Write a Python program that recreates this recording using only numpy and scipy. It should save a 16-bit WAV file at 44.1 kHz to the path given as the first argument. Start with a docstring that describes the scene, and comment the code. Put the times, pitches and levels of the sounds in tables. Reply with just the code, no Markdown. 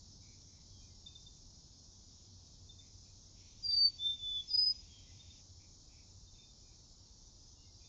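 """A low outdoor rumble with a swelling drone and the hiss of an insect chorus, both filtered noise, last throughout.
Far birds call from the start: hoarse calls are frequency-modulated tones, clear ones falling whistles.
From one second a cricket gives short groups of pips, swelling sine bursts; later a far insect buzzes
for two seconds as band noise. Soon after the buzz begins, a small bird whistles one four-note phrase
(high, low, low, high) of gliding, throbbing sines, scattered by foliage as sparse dying echoes."""
import sys
import numpy as np
from scipy import signal
from scipy.fft import rfft, irfft
from scipy.io import wavfile
from scipy.ndimage import uniform_filter1d

SR = 44100
rng = np.random.default_rng(int(sys.argv[2]) if len(sys.argv) > 2 else 0)


def generate_wav(signal):
    """Clip the signal to [-1, 1] and save it as 16-bit WAV at the path in sys.argv[1]."""
    frames = np.transpose(np.atleast_2d(signal))
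    scaled = np.clip(frames, -1, 1) * 32767
    pcm = np.round(scaled).astype(np.int16)
    wavfile.write(sys.argv[1], SR, pcm)


N = 347508
TIME = np.arange(N) / SR  # s


def gain_of(db):
    """Logarithmic level: decibels to an amplitude ratio."""
    return 10 ** (np.asarray(db) / 20)


def evened(x):
    """Normalisation: scales to an rms of one."""
    return x / np.sqrt(np.mean(x ** 2) + 1e-30)


def level(curve):
    """Envelope: gain at every sample, interpolated in decibels from rows of (s, dB)."""
    return gain_of(np.interp(TIME, *np.transpose(curve)))


def add(mix, start_s, sound):
    """Superposition: adds a sound into the mix from its start time."""
    part = mix[max(round(start_s * SR), 0):][:len(sound)]
    part += sound[:len(part)]


def noise(points):
    """Spectral shaping: unit noise through (Hz, dB) points, falling 20 dB per octave faster outside them."""
    hz, db = np.transpose(points)
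    octave = np.log2(np.fft.rfftfreq(N, 1 / SR) + 1)
    known = np.log2(hz + 1)
    outside = abs(octave - np.clip(octave, known[0], known[-1]))
    gain = gain_of(np.interp(octave, known, db) - 20 * outside)
    return evened(np.fft.irfft(rfft(rng.standard_normal(N)) * gain, N))


def wander(size, rate_hz):
    """Low-passed randomness: unit fluctuation that moves up to about the given rate."""
    span = max(size, SR)
    smooth = np.exp(-.5 * (np.fft.rfftfreq(span, 1 / SR) / rate_hz) ** 2)
    return evened(irfft(rfft(rng.standard_normal(span)) * smooth, span))[:size]


def tone(hz):
    """Phase accumulation: a sine that follows a pitch curve."""
    return np.sin(2 * np.pi * np.cumsum(hz) / SR)


def ramp(t, length, rise_s, fall_s):
    """Linear envelope: straight attack, hold and release, between 0 and 1."""
    return np.clip(np.minimum(t / rise_s, (length - t) / fall_s), 0, 1)


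def foliage(x, t60, wet_db):
    """Multiple scattering: leaves and trunks return many small echoes that decay by 60 dB in t60 seconds."""
    t = np.arange(SR) / SR
    # about 2000 echoes a second, of random sign, after the first 8 ms
    taps = rng.choice([-1., 1.], SR) * (rng.random(SR) < 2000 / SR) * (t > .008)
    taps = taps * gain_of(-60 * t / t60)
    echoes = signal.fftconvolve(x, taps / np.linalg.norm(taps))[:len(x)]
    return x + gain_of(wet_db) * echoes


# Spectrum of the low outdoor noise. Each row: frequency in Hz, relative density in dB per Hz.
RUMBLE_SPECTRUM = [(8.8, -41), (15, -10), (32, 1), (91, -3.5), (163, -11.5), (279, -16), (461, -25),
                   (761, -28), (858, -26.5), (1390, -37), (1800, -43.5), (2340, -72), (3960, -120)]


def rumble(bed_db=-61.7, ease_db=4.5):
    """Broadband low-frequency noise: a steady bed whose upper bass eases by ease_db from start to end."""
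    bed = noise(RUMBLE_SPECTRUM) * gain_of(bed_db)
    upper_bass_filter = signal.butter(2, [120, 300], "bandpass", fs=SR, output="sos")
    upper = signal.sosfiltfilt(upper_bass_filter, bed)
    easing = gain_of(ease_db * (.5 - TIME / TIME[-1]))
    return (bed - upper) + upper * easing


# Loudness of a deep drone, as of far traffic. Each row: time in seconds, level in dB before the trim trim_db.
DRONE_CURVE = [(0.0, -60.5), (0.66, -63.5), (0.7, -52.5), (0.85, -66), (2.46, -64.5), (2.72, -56.5),
               (2.76, -64.5), (4.72, -64), (4.83, -64.5), (4.87, -52), (5.05, -66), (5.09, -55.5),
               (5.2, -60), (5.29, -53), (5.33, -69), (5.53, -59), (6.43, -67), (7.88, -67)]


def drone(trim_db=-3.2):
    """Narrow-band noise: a band near 90 Hz, heard as a deep drone, follows a swelling envelope."""
    band = noise([(65, -19.5), (82, -2.5), (93, 3.5), (115, -18.5)])
    return gain_of(trim_db) * band * level(DRONE_CURVE)


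def patchy(x, patch_db):
    """Band-wise modulation: narrow bands swell and sink on their own, over about a tenth of a second."""
    z = signal.stft(x, nperseg=1024, noverlap=768)[2].T
    patches = uniform_filter1d(rng.standard_normal(z.shape), 17, 0)  # smooth over frames
    patches = evened(uniform_filter1d(patches, 5, 1))  # smooth over frequency bins
    z = z * gain_of(patch_db * patches)
    return evened(signal.istft(z.T, nperseg=1024, noverlap=768)[1][:N])


CHORUS_DB, CHORUS_DB_PER_S = -62, -.15  # level at the start, and its slow drift
# Spectrum of the insect hiss. Each row: frequency in Hz, relative density in dB per Hz.
CHORUS_SPECTRUM = [(1800, -26.5), (2900, -23.5), (3400, -12.5), (4000, -6.5), (4600, -3.5), (5300, 1),
                   (6200, -1), (7200, -6), (7290, -20.5), (8200, -33.5), (9000, -39.5)]


def insect_chorus(flutter_db=.5, flutter_hz=25):
    """Incoherent summation: countless far insects merge into a high hiss, modelled as patchy noise."""
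    chorus = patchy(noise(CHORUS_SPECTRUM), patch_db=2.03)
    chorus = chorus * gain_of(CHORUS_DB + CHORUS_DB_PER_S * TIME)
    return chorus * gain_of(flutter_db * wander(N, flutter_hz))


def far_call(length, pitch_hz, fall, rough, rasp_hz=130, waver=0.0057):
    """Frequency modulation: one sinking call; when hoarse, an uneven flutter splits the tone into side tones."""
    size, rough = int(length * SR), np.clip(rough, 0, 1)
    glide = 1 + fall * np.linspace(.5, -.5, size)
    hz = pitch_hz * glide * (1 + waver * wander(size, 46))
    flutter = tone(rasp_hz * (1 + 0.076 * wander(size, 30)))
    voice = tone(hz * (1 + 0.1 * rough * flutter))
    voice = voice * (1 + 0.9 * rough * wander(size, 280))
    return evened(voice * signal.windows.tukey(size, .6))


HOARSE_FALL = .025  # share of the pitch lost over a hoarse call
WHISTLE_ROUGH = .18  # roughness of a clear whistle, 0-1
# Hoarse calls. 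Each row: start in seconds, length in seconds, mid pitch in Hz,
# level in dB before the trim far_db and the echoes, roughness from 0 to 1.
HOARSE_CALL_ROWS = [(.195, 0.2, 2280, -77, .5), (.451, 0.21, 2200, -83.5, .8),
                    (.795, .11, 2435, -80.5, .25), (.893, .05, 2080, -84, .2), (1.048, .1, 2550, -82.5, .3),
                    (2.77, .17, 2313, -82.5, 1), (3.04, .07, 2480, -81.5, .5), (3.385, 0.12, 2350, -81, .8),
                    (3.701, 0.082, 2100, -78, .6), (5.055, .07, 2060, -77.5, .35),
                    (5.585, .095, 2340, -77.5, .6), (5.87, 0.19, 2418, -76.5, .7),
                    (6.329, 0.15, 2490, -79.5, .65), (6.611, 0.18, 2416, -83.5, .35),
                    (7.63, .09, 2140, -85, .15), (7.794, 0.09, 2420, -78.5, .5)]
# Clear falling whistles. Each row: start in seconds, length in seconds, mid pitch in Hz,
# level in dB before the trim far_db and the echoes, share of the pitch lost.
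FAR_WHISTLE_ROWS = [(.683, .17, 3270, -74.5, .11), (4.87, .17, 3244, -66, .045),
                    (7.551, 0.13, 2843, -79.5, .01)]


def far_birds(far_db=-2.6, wet_db=-5):
    """Reverberant blurring: scattered echoes smear faint hoarse calls and falling whistles."""
    out = np.zeros(N)
    for start_s, length, hz, db, rough in HOARSE_CALL_ROWS:
        add(out, start_s, gain_of(db + far_db) * far_call(length, hz, HOARSE_FALL, rough))
    for start_s, length, hz, db, fall in FAR_WHISTLE_ROWS:
        add(out, start_s, gain_of(db + far_db) * far_call(length, hz, fall, WHISTLE_ROUGH))
    return foliage(out, t60=0.46, wet_db=wet_db)


PIP_SLOWING, PIP_FADE_DB = 1.245, -3  # each gap is longer and each pip weaker than the last
# chirps fainter than NEAR_DB come from farther off, and their pips are drawn out
PIP_S, SMEAR_S_PER_DB, NEAR_DB = .021, .0012, -46
# Cricket chirps. Each row: start in seconds, number of pips, first gap from onset to onset in seconds,
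# peak level of the first pip in dB before the echoes, mid pitch in Hz.
CHIRP_ROWS = [(1.060, 3, .090, -45, 3593), (2.689, 2, 0.095, -51, 3587), (3.7044, 1, 0, -48.5, 3605),
              (4.4997, 1, 0, -49.5, 3605), (5.192, 2, .105, -55, 3627), (6.266, 2, .062, -64.5, 3650),
              (6.38, 3, .046, -59, 3610), (7.84, 1, 0, -63, 3590)]


def cricket(sag=0.0076, wet_db=-8.5):
    """Stridulation: each wing stroke rings one swelling pip that sags in pitch; a chirp slows and fades."""
    out = np.zeros(N)
    for start_s, count, gap_s, db, hz in CHIRP_ROWS:
        pip_s = PIP_S + SMEAR_S_PER_DB * max(NEAR_DB - db, 0)
        u = np.linspace(0, 1, int(pip_s * SR))  # progress through the pip
        pip = np.sin(np.pi * u) * tone(hz * (1 + sag * (.5 - u)))
        for k in range(round(count)):
            add(out, start_s, gain_of(db + k * PIP_FADE_DB) * pip)
            start_s = start_s + gap_s * PIP_SLOWING ** k
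    return foliage(out, t60=0.42, wet_db=wet_db)


BUZZ_START_S, BUZZ_END_S, BUZZ_EDGE_S = 3.34, 5.43, .035
BUZZ_DB, BUZZ_DB_PER_S = -74.5, 1.1  # level at its start, and its growth
# Spectrum of the far buzzing insect. Each row: frequency in Hz, relative density in dB per Hz.
BUZZ_SPECTRUM = [(1500, -28.5), (2000, -10.5), (2400, -2.5), (3000, -4), (3600, 2.5), (4500, -16)]


def insect_buzz():
    """Gated band noise: one buzz, lower than the chorus, starts, grows and stops."""
    t = TIME - BUZZ_START_S
    gate = ramp(t, BUZZ_END_S - BUZZ_START_S, BUZZ_EDGE_S, BUZZ_EDGE_S)
    return noise(BUZZ_SPECTRUM) * gate * gain_of(BUZZ_DB + BUZZ_DB_PER_S * t)


ATTACK_S, SOFT_START_DB = .028, -16  # a note opens below its full strength, then swells
SETTLE_S, LEAVE_S = .038, .026  # time constants of the slides onto and off the held pitch
TREMBLE, TREMBLE_HZ = .0021, 260  # quick unsteadiness of the pitch: share, rate
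FLUTTER, FLUTTER_HZ = .08, 120  # quick flutter of loudness: share, rate


def note(length, swell_s, release_s, entry_hz, held_hz, exit_hz, sag):
    """Exponential glide: a nearly pure whistle swells and dies, sliding onto and off a drifting pitch."""
    t = np.arange(int(length * SR)) / SR
    hz = held_hz + sag * (length / 2 - t)
    slide_on = (entry_hz - hz) * np.exp(-t / SETTLE_S)
    slide_off = (exit_hz - hz) * np.exp((t - length) / LEAVE_S)
    hz = hz + slide_on + slide_off
    swell = gain_of(np.interp(t, [0, swell_s], [SOFT_START_DB, 0]))
    effort = ramp(t, length, ATTACK_S, release_s) * swell
    whistle = np.sqrt(2) * tone(hz * (1 + TREMBLE * wander(len(t), TREMBLE_HZ)))
    return effort * (1 + FLUTTER * wander(len(t), FLUTTER_HZ)) * whistle


THROB_HZ, THROB_UNEVEN = 23.8, .3  # rate of the throb, and scatter of its depth as a share
# Whistled notes, with a tiny flick before the last. 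Each row: start in seconds, length in seconds,
# swell in seconds, release in seconds, level in dB before the throb, entry pitch in Hz,
# held pitch at mid note in Hz, exit pitch in Hz, sag in Hz per second (negative rises), throb depth from 0 to 1.
NOTE_ROWS = [(3.622, .264, .225, .035, -23, 4850, 4632, 4540, 480, .5),
             (3.977, .19, 0.096, .09, -31, 3455, 3576, 3570, 0, .4),
             (4.172, .254, .09, .035, -38.3, 3520, 3492, 3390, 100, .25),
             (4.47, .04, .004, .02, -45.5, 5290, 5250, 5130, 0, 0.12),
             (4.488, .249, 0.061, .04, -28, 4915, 5002, 4975, -300, .72)]


def songbird(wet_db=-10):
    """Energy spreading: foliage shares each note's energy with a short tail; both throb unevenly."""
    out, t = np.zeros(N), np.arange(SR) / SR
    for start_s, length, swell_s, release_s, db, entry_hz, held_hz, exit_hz, sag, depth in NOTE_ROWS:
        direct = note(length, swell_s, release_s, entry_hz, held_hz, exit_hz, sag)
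        heard = foliage(np.pad(direct, (0, SR - len(direct))), t60=.23, wet_db=wet_db)
        heard = heard * np.linalg.norm(direct) / np.linalg.norm(heard)  # same energy as the direct note
        dip = np.clip(depth * (1 + THROB_UNEVEN * wander(SR, THROB_HZ)), 0, 1)
        throb = 1 - dip * (1 - abs(np.sin(np.pi * THROB_HZ * (length - t))))
        add(out, start_s, gain_of(db) * throb * heard)
    return out


def scene():
    """Superposition: all sources add at one microphone."""
    steady = rumble() + drone() + insect_chorus()
    animals = far_birds() + cricket() + insect_buzz() + songbird()
    return (steady + animals)[None]


EDGE_HZ = 8900  # upper band limit


def record(dry):
    """Low-pass filtering: the recorder's band limit removes the top treble."""
    low_pass = signal.firwin(511, EDGE_HZ, window=("kaiser", 9), fs=SR)
    return signal.oaconvolve(dry, low_pass[None], "same")


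dry = scene()
out = record(dry)
generate_wav(out)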